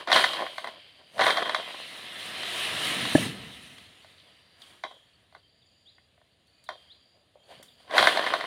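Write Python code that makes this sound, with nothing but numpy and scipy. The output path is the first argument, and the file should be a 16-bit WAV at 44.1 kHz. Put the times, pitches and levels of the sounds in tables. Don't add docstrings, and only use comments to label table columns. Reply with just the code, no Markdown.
import sys
import numpy as np
from scipy import signal
from scipy.fft import rfft, irfft, next_fast_len
from scipy.io import wavfile
from scipy.ndimage import uniform_filter1d, map_coordinates

SR = 44100
rng = np.random.default_rng(int(sys.argv[2]) if len(sys.argv) > 2 else 0)


def to_wav(s):
    ch = np.atleast_2d(s).T
    pcm = np.round(np.clip(ch, -1, 1) * 32767)
    wavfile.write(sys.argv[1], SR, pcm.astype(np.int16))


def gain_from_db(level_db):
    decades = np.asarray(level_db, float) / 20
    return 10 ** decades


N = 373086
TIME = np.arange(N) / SR


def unit(x):
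    return x / np.sqrt(np.mean(x ** 2) + 1e-20)


def along(points, hz):
    f, v = np.transpose(points)
    return np.interp(np.log(hz + 1), np.log(f + 1), v)


def wobble(rate):
    knots = rng.standard_normal(int(N * rate / SR) + 4)
    coarse = map_coordinates(knots, [np.arange(0, N + 32, 32) * rate / SR])
    return np.interp(np.arange(N) / 32, np.arange(len(coarse)), coarse)


def filtered(x, response):
    m = next_fast_len(len(x) + 2048, True)
    return irfft(rfft(x, m) * response(np.fft.rfftfreq(m, 1 / SR)), m)[:len(x)]


def modes(peaks):
    def response(f):
        total = 0
        for k, (centre, width, db) in enumerate(peaks):
            damping = 1j * f * width
            total = total + (-1) ** k * gain_from_db(db) * damping / (centre * centre - f * f + damping)
        return total
    return response


def band(lo_hz, hi_hz):
    def edge(u):
        return 1 / (1 - u * u + 1j * np.sqrt(2) * u)
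    return lambda f: edge(f / hi_hz) * edge(-lo_hz / (f + 1e-9))


def grains(per_s, spread_db, smooth):
    size_db = spread_db * np.minimum(rng.exponential(size=N), 4)
    ticks = (rng.random(N) < per_s / SR) * rng.standard_normal(N) * gain_from_db(size_db)
    return unit(ticks) + smooth * rng.standard_normal(N)


def coloured(x, spectrum):
    return unit(filtered(x, lambda hz: gain_from_db(along(spectrum, hz))))


def rustle(spectrum, per_s, spread_db, smooth, patchy_db):
    z = signal.stft(grains(per_s, spread_db, smooth), nperseg=512)[2]
    field = uniform_filter1d(rng.standard_normal(z.shape), 6, 0)
    field = uniform_filter1d(field, 8, 1)
    x = signal.istft(z * gain_from_db(patchy_db * unit(field)), nperseg=512)[1][:N]
    return coloured(x, spectrum)


def bouts(rows):
    t = np.arange(0, N + 64, 64) / SR
    build_db = 35.5
    power = 0
    for s, db, rise, fall in rows:
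        drop_db = np.where(t < s, build_db * (s - t) / rise, fall * (t - s))
        power = power + gain_from_db(2 * (db - drop_db))
    return np.interp(TIME, t, np.sqrt(power))


# (frequency [Hz], level [dB per Hz])
AIR_SPECTRUM = [(15, -36), (25, -6.5), (82, 8), (254, -6.5), (670, -4.5), (1310, -31), (3110, -7.5),
                (4660, -13), (5340, -38.5), (6100, -34), (9400, -22.5), (12000, -34.5), (15700, -38.5)]


def air():
    return gain_from_db(-69.5) * rustle(AIR_SPECTRUM, per_s=3600, spread_db=4.0, smooth=4.6, patchy_db=-0.5)


# (start [s], end [s], level [dB])
CRICKET_BOUTS = [
    (0.605, 1.183, -68.5),
    (4.016, 4.795, -71.5),
    (5.064, 5.103, -73),
    (5.13, 5.165, -68.5),
    (5.32, 6.1, -72.5),
    (6.31, 6.345, -73.5),
    (6.474, 7.25, -71),
    (7.433, 7.945, -70),
]


def crickets():
    first_hz, settled_hz, far_db = 4460, 4650, -84.5
    uneven = wobble(40)
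    wing = modes([(4780, 220, 0)])
    blur = unit(filtered(rng.standard_normal(N), lambda hz: wing(hz) ** 2))
    out = gain_from_db(far_db) * blur
    for s, end, db in CRICKET_BOUTS:
        t = np.arange(round((end - s) * SR)) / SR
        here = slice(round(s * SR), round(s * SR) + len(t))
        settle = 1 - np.exp(-t / 0.18)
        turn = np.cumsum(18.5 + 3.2 * settle) / SR % 1 * 3
        strength = np.where(turn < 2, 1, .5 * settle) * gain_from_db(1.5 * uneven[here])
        pulse = np.sin(np.pi * turn) ** 2 * strength
        glide = (380 + 250 * settle) * (turn % 1 - .5)
        pitch = first_hz + (settled_hz - first_hz) * settle - glide
        chirp = unit(pulse * np.sin(2 * np.pi * np.cumsum(pitch) / SR)) + 0.6 * settle * blur[here]
        fade = np.minimum(1, (t[::-1] + .01) / (0.18 * (end - s)))
        out[here] += gain_from_db(db) * chirp * fade
    return out


# (start [s], end [s], level [dB])
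BUZZ_BOUTS = [
    (3.705, 4.2, -80),
    (4.622, 5.216, -88),
    (5.5, 6.11, -86),
    (6.403, 7.272, -89),
    (7.328, 7.905, -83),
]


def buzzer():
    wing = modes([(7050, 120, -13.5), (6700, 210, -18.5)])
    noise = filtered(rng.standard_normal(N), lambda hz: wing(hz) ** 2)
    buzz = (1 + 0.24 * np.sin(2 * np.pi * 35.0 * TIME)) * noise
    gain = gain_from_db(-92.5)
    for s, end, db in BUZZ_BOUTS:
        gain = gain + gain_from_db(db) * np.clip(np.minimum(TIME - s, end - TIME) / 0.18, 0, 1)
    return unit(buzz) * gain


# (start [s], length [s], start pitch [Hz], end pitch [Hz], level [dB])
BIRD_NOTES = [
    (5.429, 0.048, 3150, 3160, -63.5),
    (5.616, 0.02, 3950, 3260, -61),
    (5.858, 0.046, 3130, 4260, -53),
    (6.519, 0.13, 2500, 2430, -75),
    (6.661, 0.019, 4230, 3280, -54),
    (6.896, 0.036, 3100, 4330, -49),
    (7.386, 0.053, 3130, 3270, -64.5),
    (7.682, 0.014, 3940, 3200, -51.5),
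]


def birds():
    out = np.zeros(N)
    for s, length, start_hz, end_hz, db in BIRD_NOTES:
        u = np.arange(round(length * SR)) / (length * SR)
        pitch = start_hz + (end_hz - start_hz) * u
        tone = np.sin(2 * np.pi * np.cumsum(pitch) / SR)
        out[round(s * SR):][:len(u)] += gain_from_db(db) * np.sin(np.pi * u) ** 0.36 * tone
    return out


# (frequency [Hz], t60 [s])
GROVE_T60 = [(200, 0.34), (700, 0.12), (1100, 0.13), (2000, 0.1), (2800, 0.25), (3150, 1), (3600, 0.32),
             (6000, 0.21), (12000, 0.45)]


def grove(x, piece=16000):
    out = np.zeros(N + SR)
    for i in range(0, N, piece):
        hz, t, z = signal.stft(rng.standard_normal(SR // 2), SR, nperseg=256)
        decay = gain_from_db(-60 * t / along(GROVE_T60, hz)[:, None])
        tail = signal.istft(z * decay, SR, nperseg=256)[1]
        wet = signal.fftconvolve(x[i:i + piece], tail / np.linalg.norm(tail))
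        out[i + 350:][:len(wet)] += wet
    return out[:N]


# (time [s], brushing level [dB])
DROP_BRUSHING = [
    (1.45, -43),
    (1.7, -42),
    (2.09, -43.5),
    (2.61, -32.5),
    (2.85, -31),
    (3.24, -33),
    (3.34, -44),
    (3.93, -57.5),
    (5.4, -75.5),
]


def descent():
    s, db = np.transpose(DROP_BRUSHING)
    return np.interp(TIME, s, db, -140, -140)


def nearness():
    let_go_s, descent_s = 1.703, 0.236
    return np.clip((TIME - let_go_s) / descent_s, 0, 1)


# (climax [s], level [dB], build-up [s], decay [dB/s], dry fizz relative to level [dB])
CROWN_SHAKES = [
    (0.0, -41, .01, 200, -19.5),
    (0.141, -20.5, 0.067, 79, -18),
    (1.261, -31, 0.19, 94, -12.5),
    (4.619, -53.5, 0.097, 70, -13),
    (4.74, -55, 0.27, 207, -19.5),
    (6.83, -61, 0.59, 63.5, -23.5),
    (7.516, -49.5, 0.11, 101, -19),
    (7.81, -57, 0.12, 103, -17),
    (7.978, -23, 0.098, 61, -17.5),
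    (8.275, -33, 0.22, 63, -23),
]


def sway(dry=0, settle_db=-10.5):
    rows = [(s, db + dry * fizz_db, rise, fall) for s, db, rise, fall, fizz_db in CROWN_SHAKES]
    after = [(s, db + settle_db + dry * -4, rise, 28.5) for s, db, rise, fall in rows]
    return bouts(rows + after)


# (frequency [Hz], level [dB per Hz])
SHAKE_SPECTRUM = [(1290, -22), (2200, -8), (2390, -9), (2650, -10), (2950, -4.5), (3120, -1), (3400, -8),
                  (4540, -12), (4900, -15.5), (6170, -42), (7500, -46.5), (9750, -62), (16500, -120)]
SWISH_SPECTRUM = [(710, -30), (1200, -23), (1280, -2.5), (1430, -14.5), (1690, -4.5), (2010, 2),
                  (2340, -1.5), (3060, 4), (3330, 1), (4030, 0.5), (4380, -6), (5310, -14), (7500, -37.5),
                  (9750, -49), (16500, -120)]
FIZZ_SPECTRUM = [(3240, -42), (5500, -8), (7000, -8), (7670, -8.5), (9350, -1), (10900, -9.5), (11600, -11),
                 (13000, -16.5), (14900, -14.5), (15700, -17)]


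def leaves():
    breeze_db, near_fizz_db, far_dull_db = -74, -11.5, 8
    flutter = gain_from_db(0.53 * wobble(30))
    shake = rustle(SHAKE_SPECTRUM, per_s=740, spread_db=0.5, smooth=1.4, patchy_db=1.0)
    swish = rustle(SWISH_SPECTRUM, per_s=3000, spread_db=-0.5, smooth=3.9, patchy_db=1.5)
    fizz = rustle(FIZZ_SPECTRUM, per_s=2000, spread_db=2.0, smooth=1.8, patchy_db=1.5)
    fizz = fizz * gain_from_db(1.3 * wobble(8.1))
    crown = gain_from_db(-4.0) * sway() * shake + gain_from_db(1.4) * sway(dry=0.99) * fizz
    brush = np.hypot(gain_from_db(descent()), gain_from_db(breeze_db))
    fizz_gain = gain_from_db(near_fizz_db - far_dull_db * (1 - nearness()))
    return flutter * (crown + brush * (swish + fizz_gain * fizz))


def node(f):
    gap_hz, deep_hz, wide_hz = 860, 40, 143
    reactive = gap_hz ** 2 - f * f
    return (reactive + 1j * f * deep_hz) / (reactive + 1j * f * wide_hz)


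# (frequency [Hz], level [dB per Hz])
WHOOSH_SPECTRUM = [(180, -37), (300, -2), (436, -5), (530, -2), (716, 2), (910, 0.5), (1440, -4.5),
                   (1800, 0.5), (2340, -25), (3960, -120)]
RUMBLE_SPECTRUM = [(65, -24.5), (110, -2.5), (254, -2), (403, -16), (458, -9), (500, -15), (650, -47.5),
                   (1100, -120)]
BOOM_SPECTRUM = [(30, -41), (60, -2.5), (90, 0), (130, -13), (250, -42)]
# (climax [s], level [dB], build-up [s], decay [dB/s])
RUMBLE_FLOPS = [
    (3.042, -40, 1.15, 38.5),
    (3.2, -32.5, 0.08, 70),
    (2.3, -56, 0.37, 49.5),
    (2.3, -61, 2.5, 10),
    (1.178, -52.5, .08, 61.5),
    (3.2, -43.5, .01, 402),
    (3.5, -57.5, 0.48, 28),
    (7.58, -66, 0.19, 51),
]
BOOM_FLOPS = [
    (2.7, -60, 0.5, 25.5),
    (3.45, -52.5, 0.99, 44.3),
]


def flop():
    crown = sway(settle_db=-18)
    stop_db = np.clip((TIME - 3.5) * 39, 0, 2)
    fall_db = descent() - 6.5 - 37 * (1 - nearness()) - stop_db
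    bulk = gain_from_db(-10) * crown + gain_from_db(fall_db) + gain_from_db(-78)
    rumble = bouts(RUMBLE_FLOPS) + gain_from_db(-30.5) * crown + gain_from_db(-80.5)
    boom = bouts(BOOM_FLOPS) + gain_from_db(-79)

    def lumps(spectrum):
        return coloured(grains(per_s=400, spread_db=1.5, smooth=1.5), spectrum)
    whoosh = rustle(WHOOSH_SPECTRUM, per_s=1300, spread_db=2.5, smooth=2.4, patchy_db=0.84)
    return rumble * lumps(RUMBLE_SPECTRUM) + boom * lumps(BOOM_SPECTRUM) + bulk * filtered(whoosh, node)


# (time [s], level [dB])
LANDING = [
    (3.052, -25),
    (3.1509, 3.5),
]
# (delay [s], frequency [Hz], level [dB], t60 [s])
BUTT_RINGS = [
    (0, 285, 0.5, .03),
    (0, 160, -13, 0.055),
    (0, 620, -6, 0.029),
    (0, 760, -11, .02),
    (.003, 1720, -11, .025),
    (.029, 620, -13.5, .022),
    (.038, 230, -20.5, .03),
    (.072, 235, -20, .03),
    (.112, 250, -23, .03),
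]


def thud():
    out, t = np.zeros(N), np.arange(SR // 4) / SR
    onset = 1 - np.exp(-t / .0024)
    for s, level_db in LANDING:
        for delay, hz, db, t60 in BUTT_RINGS:
            ring = gain_from_db(level_db + db - 60 * t / t60) * np.sin(2 * np.pi * hz * t)
            out[round((s + delay) * SR):][:len(t)] += ring * onset
    return out


def tube(f, passes=1):
    cut_on_hz, travel_s, loss_hz = 2978, .004, 15
    lag = np.sqrt((f - 1j * loss_hz) ** 2 - cut_on_hz ** 2) - f
    return np.exp(-2j * np.pi * passes * travel_s * lag)


# (frequency [Hz], width [Hz], level [dB])
BLADE_MODES = [(3101, 410, 6), (4080, 770, 1), (2757, 420, -16), (5450, 1000, -20.5)]


def blade(f):
    return modes(BLADE_MODES)(f) * band(2300, 6500)(f)


# (frequency [Hz], width [Hz], level [dB])
RING_MODES = [(3120, 130, -1.5)]


def blade_ring(x):
    return filtered(x, lambda f: modes(RING_MODES)(f) * tube(f))


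# (frequency [Hz], width [Hz], level [dB])
FIBRE_MODES = [(620, 260, 0.5), (1060, 140, 3.5), (428, 260, -12.5), (165.3, 130, -22.5)]
THREAD_MODES = [(1594, 900, 0.5), (2020, 120, 0.5)]
CREAK_MODES = [(590, 270, 0)]
# (climax [s], level [dB], build-up [s], decay [dB/s])
FIBRE_RIPS = [(0.01, -30, 0.087, 402), (0.078, -24.5, 0.0067, 201), (0.165, -17, 0.11, 119),
              (0.41, -28, 0.27, 154), (1.015, -45.5, 0.11, 298), (0.687, -34.5, 0.24, 152),
              (1.47, -34, 0.3, 261), (1.196, -20, 0.016, 38), (1.272, -18.5, 0.125, 175),
              (1.382, -31, 0.024, 144), (1.425, -50, 0.068, 113.5), (4.85, -31, 0.014, 688),
              (4.912, -46, 0.11, 212), (5.362, -44, 0.019, 802.5), (4.28, -54, 0.13, 200),
              (6.7, -40, 0.017, 212), (7.525, -48, 0.088, 199), (7.603, -52, 0.028, 452),
              (7.93, -25, 0.072, 60), (7.985, -17.5, 0.069, 76), (8.2, -25.5, 0.39, 24),
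              (8.29, -43, .1, 60)]
# (climax [s], level [dB], build-up [s], decay [dB/s])
STEM_CREAKS = [
    (1.17, -41.5, 0.037, 200),
    (0.404, -33.5, .01, 500),
    (0.42, -32.5, .01, 500),
    (1.2, -47.5, .02, 255),
    (7.95, -31, 0.03, 202),
    (7.165, -62.5, .1, 200),
    (7.355, -58.5, .01, 300.5),
    (7.52, -55.5, 0.23, 250),
    (7.6, -52, .015, 602),
]


def tearing():
    soft_db = -53.5
    sharp_db, sharp_grows = 9, 0.38
    clumps = gain_from_db(2.3 * wobble(50))
    cracks = grains(per_s=900, spread_db=3, smooth=.5)

    def clumped(response):
        return unit(clumps * filtered(cracks, response))
    thick = clumped(lambda f: modes(FIBRE_MODES)(f) * node(f) * band(130, 1300)(f) * band(100, 9000)(f))
    thin = clumped(lambda f: modes(THREAD_MODES)(f) * band(1200, 2500)(f))
    thin += gain_from_db(-11.5) * clumped(lambda f: blade(f) * tube(f))
    creak = clumped(lambda f: modes(CREAK_MODES)(f) ** 2)
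    force = bouts(FIBRE_RIPS)
    thick += (creak - thick) / (1 + (force / gain_from_db(soft_db)) ** 2)
    rip = force * (thick + gain_from_db(sharp_db) * force ** sharp_grows * thin)
    return gain_from_db(-8.0) * rip + bouts(STEM_CREAKS) * creak / np.sqrt(clumps)


# (frequency [Hz], width [Hz], level [dB])
STEM_MODES = [(632.4, 78, 0), (741, 70, 5.5), (1050, 51, 2.5), (1500, 96, -4), (1777, 120, -2),
              (1950, 110, 1.5), (2130, 91, -1), (2486, 80, -11)]
# (time [s], peak level [dB],
# strongest ring [Hz], blade part [dB])
FIBRE_SNAPS = [(0.072, -16.5, 1050, -12), (0.085, -19, 1014, -10.5), (0.098, -13, 808, -17.5),
               (0.103, -15.5, 1021, -11), (0.1156, -3, 1840, -9.5), (0.126, -3.5, 688, -6),
               (0.159, -1, 1194, -8), (0.167, -9, 1660, -17.5), (0.174, -10, 1873, -12),
               (0.194, -7, 1030, -12.5), (0.239, -3, 2020, -10), (0.243, -6.5, 1052, -12.5),
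               (0.288, -24, 1500, -8), (0.332, -20.5, 1030, -2), (0.367, -23, 970, -9.5),
               (0.386, -24.5, 1900, -18), (0.401, -23.5, 619, -30), (0.419, -21.5, 624, -10),
               (0.463, -21, 1080, -18), (0.557, -37.5, 1270, -16.5), (0.58, -16.5, 1100, -11.5),
               (0.642, -17.5, 1080, -14.5), (0.671, -18, 960, -15), (1.191, -10, 660, -14.5),
               (1.208, -11, 650, -7), (1.217, -5, 990, -14), (1.222, -9, 715, -20),
               (1.236, -18.5, 1030, -1.5), (1.257, -10.5, 1960, -17), (1.264, -6, 1050, -10.5),
               (1.27, -9, 1030, -14.5), (1.279, -17, 1900, -1.5), (1.304, -8, 2060, -7),
               (1.341, -22.5, 2030, -12), (1.37, -10.5, 1010, -8), (1.38, -10.5, 704, -19),
               (1.428, -31, 724, 5), (1.455, -20.5, 1930, -22), (1.493, -10.5, 1090, -11.5),
               (1.545, -7.5, 1350, -11.5), (1.561, -18.5, 720, -15),
               (7.908, -22, 724, -11), (7.94, -32, 754, -19), (7.966, -6.5, 720, -27),
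               (7.979, 0, 1550, -7.5), (7.988, -11, 1500, -5), (8.006, -10, 1060, -13),
               (8.025, -4, 673, -9.5), (8.039, -9, 945, -9.5), (8.07, 2.5, 1750, -15),
               (8.096, -17, 1950, -10), (8.171, -6.5, 740, -11.5), (8.239, -17, 684, -7.5),
               (8.262, -13.5, 1540, -11), (8.271, -12, 1960, -16), (8.311, -24, 727, -20),
               (8.336, -6, 1020, -12.5), (8.408, -15, 935, -11.5), (8.448, -22, 1960, -21)]
POLE_KNOCKS = [(1.158, -40, 620, -15), (1.179, -23, 626, -10), (1.705, -32, 1020, -19),
               (2.431, -22.5, 1930, -4), (3.051, -20, 600, -2), (4.044, -39, 603, -9),
               (4.707, -51, 1790, -2), (4.836, -17, 970, -9.5), (4.91, -37.5, 720, -11),
               (5.323, -45, 640, -17), (5.348, -31.5, 720, -15), (5.981, -43, 1834, -24),
               (6.176, -50.5, 624, -28), (6.213, -47, 724, -24), (6.688, -17, 1050, -14),
               (7.801, -47, 606, -17), (7.877, -42, 595, -31)]
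# (time [s], peak level [dB], blade part [dB], crackle part [dB])
TWIG_TICKS = [
    (3.78, -38.5, -2, -11),
    (4.18, -55, 10, -21),
    (4.196, -62, 16, -19.5),
    (4.617, -48, 10, -2),
    (6.468, -72.5, 0, 11),
    (6.638, -59, 6, 10.5),
    (7.626, -42, -2.5, 4.5),
]


def snaps():
    out, t, f = np.zeros(N + SR), np.arange(6000) / SR, np.fft.rfftfreq(6000, 1 / SR)
    rows = [(*row, -28.5) for row in FIBRE_SNAPS]
    rows += [(*row, -31) for row in POLE_KNOCKS]
    rows += [(s, db, 2400, bright_db, crackle_db) for s, db, bright_db, crackle_db in TWIG_TICKS]

    lag = np.exp(-2j * np.pi * .0011 * (2 * np.sqrt(2500 * f) - f))
    bend = band(480, 2600)(f) * band(350, 9000)(f) * lag
    second_pass = gain_from_db(-8.5) * np.exp(-2j * np.pi * f * 0.013) * tube(f, passes=2.2)
    wall = blade(f) * (tube(f) + second_pass)
    fizz = gain_from_db(along(FIZZ_SPECTRUM, f))
    release = 14 * (np.arange(len(t)) == 22)

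    def die(t60):
        return gain_from_db(-60 * t / t60)

    def peak(v):
        return v / np.abs(v).max()

    for s, db, ring_hz, bright_db, crackle_db in rows:
        slips = rng.standard_normal((3, len(t))) * np.minimum(t / 0.0017, 1)
        struck = []
        for hz, width, gain_db in STEM_MODES:
            near_db = -4.5 * abs(np.log2(hz / ring_hz))
            struck.append((hz, 1.6 * width, gain_db + near_db + rng.normal(0, 1.5)))
        low_force = release + slips[0] * (.8 * die(.015) + .12 * die(0.13))
        high_force = 0.47 * release + slips[1] * (0.76 * die(0.013) + 0.37 * die(0.041))
        dry_force = slips[2] * np.minimum(t / 0.0038, 1) * die(0.044)
        low = peak(irfft(modes(struck)(f) * bend * rfft(low_force)))
        high = peak(irfft(wall * rfft(high_force)))
        crackle = peak(irfft(fizz * rfft(dry_force)))
        blow = low + gain_from_db(bright_db) * high + gain_from_db(crackle_db) * crackle
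        out[round(s * SR):][:len(t)] += gain_from_db(db - 3.0) * blow

    def path(f):
        soil = 0.45 * np.exp(-2j * np.pi * f * 0.0033) / (1 + 1j * f / 2200)
        return node(f) * (1 + soil)
    return filtered(out[:N], path)


def scene():
    song, lumps, landing, rips, cuts = birds(), flop(), thud(), tearing(), snaps()
    ring = blade_ring(cuts + rips)
    echo = grove(gain_from_db(-4.5) * cuts + gain_from_db(4.5) * ring + gain_from_db(-19) * landing + gain_from_db(-5.5) * song)
    far = air() + crickets() + buzzer() + song
    return (far + echo + leaves() + lumps + landing + rips + cuts)[None]


def band_limit(x):
    return signal.sosfilt(signal.butter(12, 15830, fs=SR, output="sos"), x)


def record(dry):
    limited = dry[0] / (1 + np.abs(dry[0]) ** 6) ** (1 / 6)
    mix = filtered(limited, band(72, 19000))
    return band_limit(mix[None])


dry = scene()
out = record(dry)
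to_wav(out)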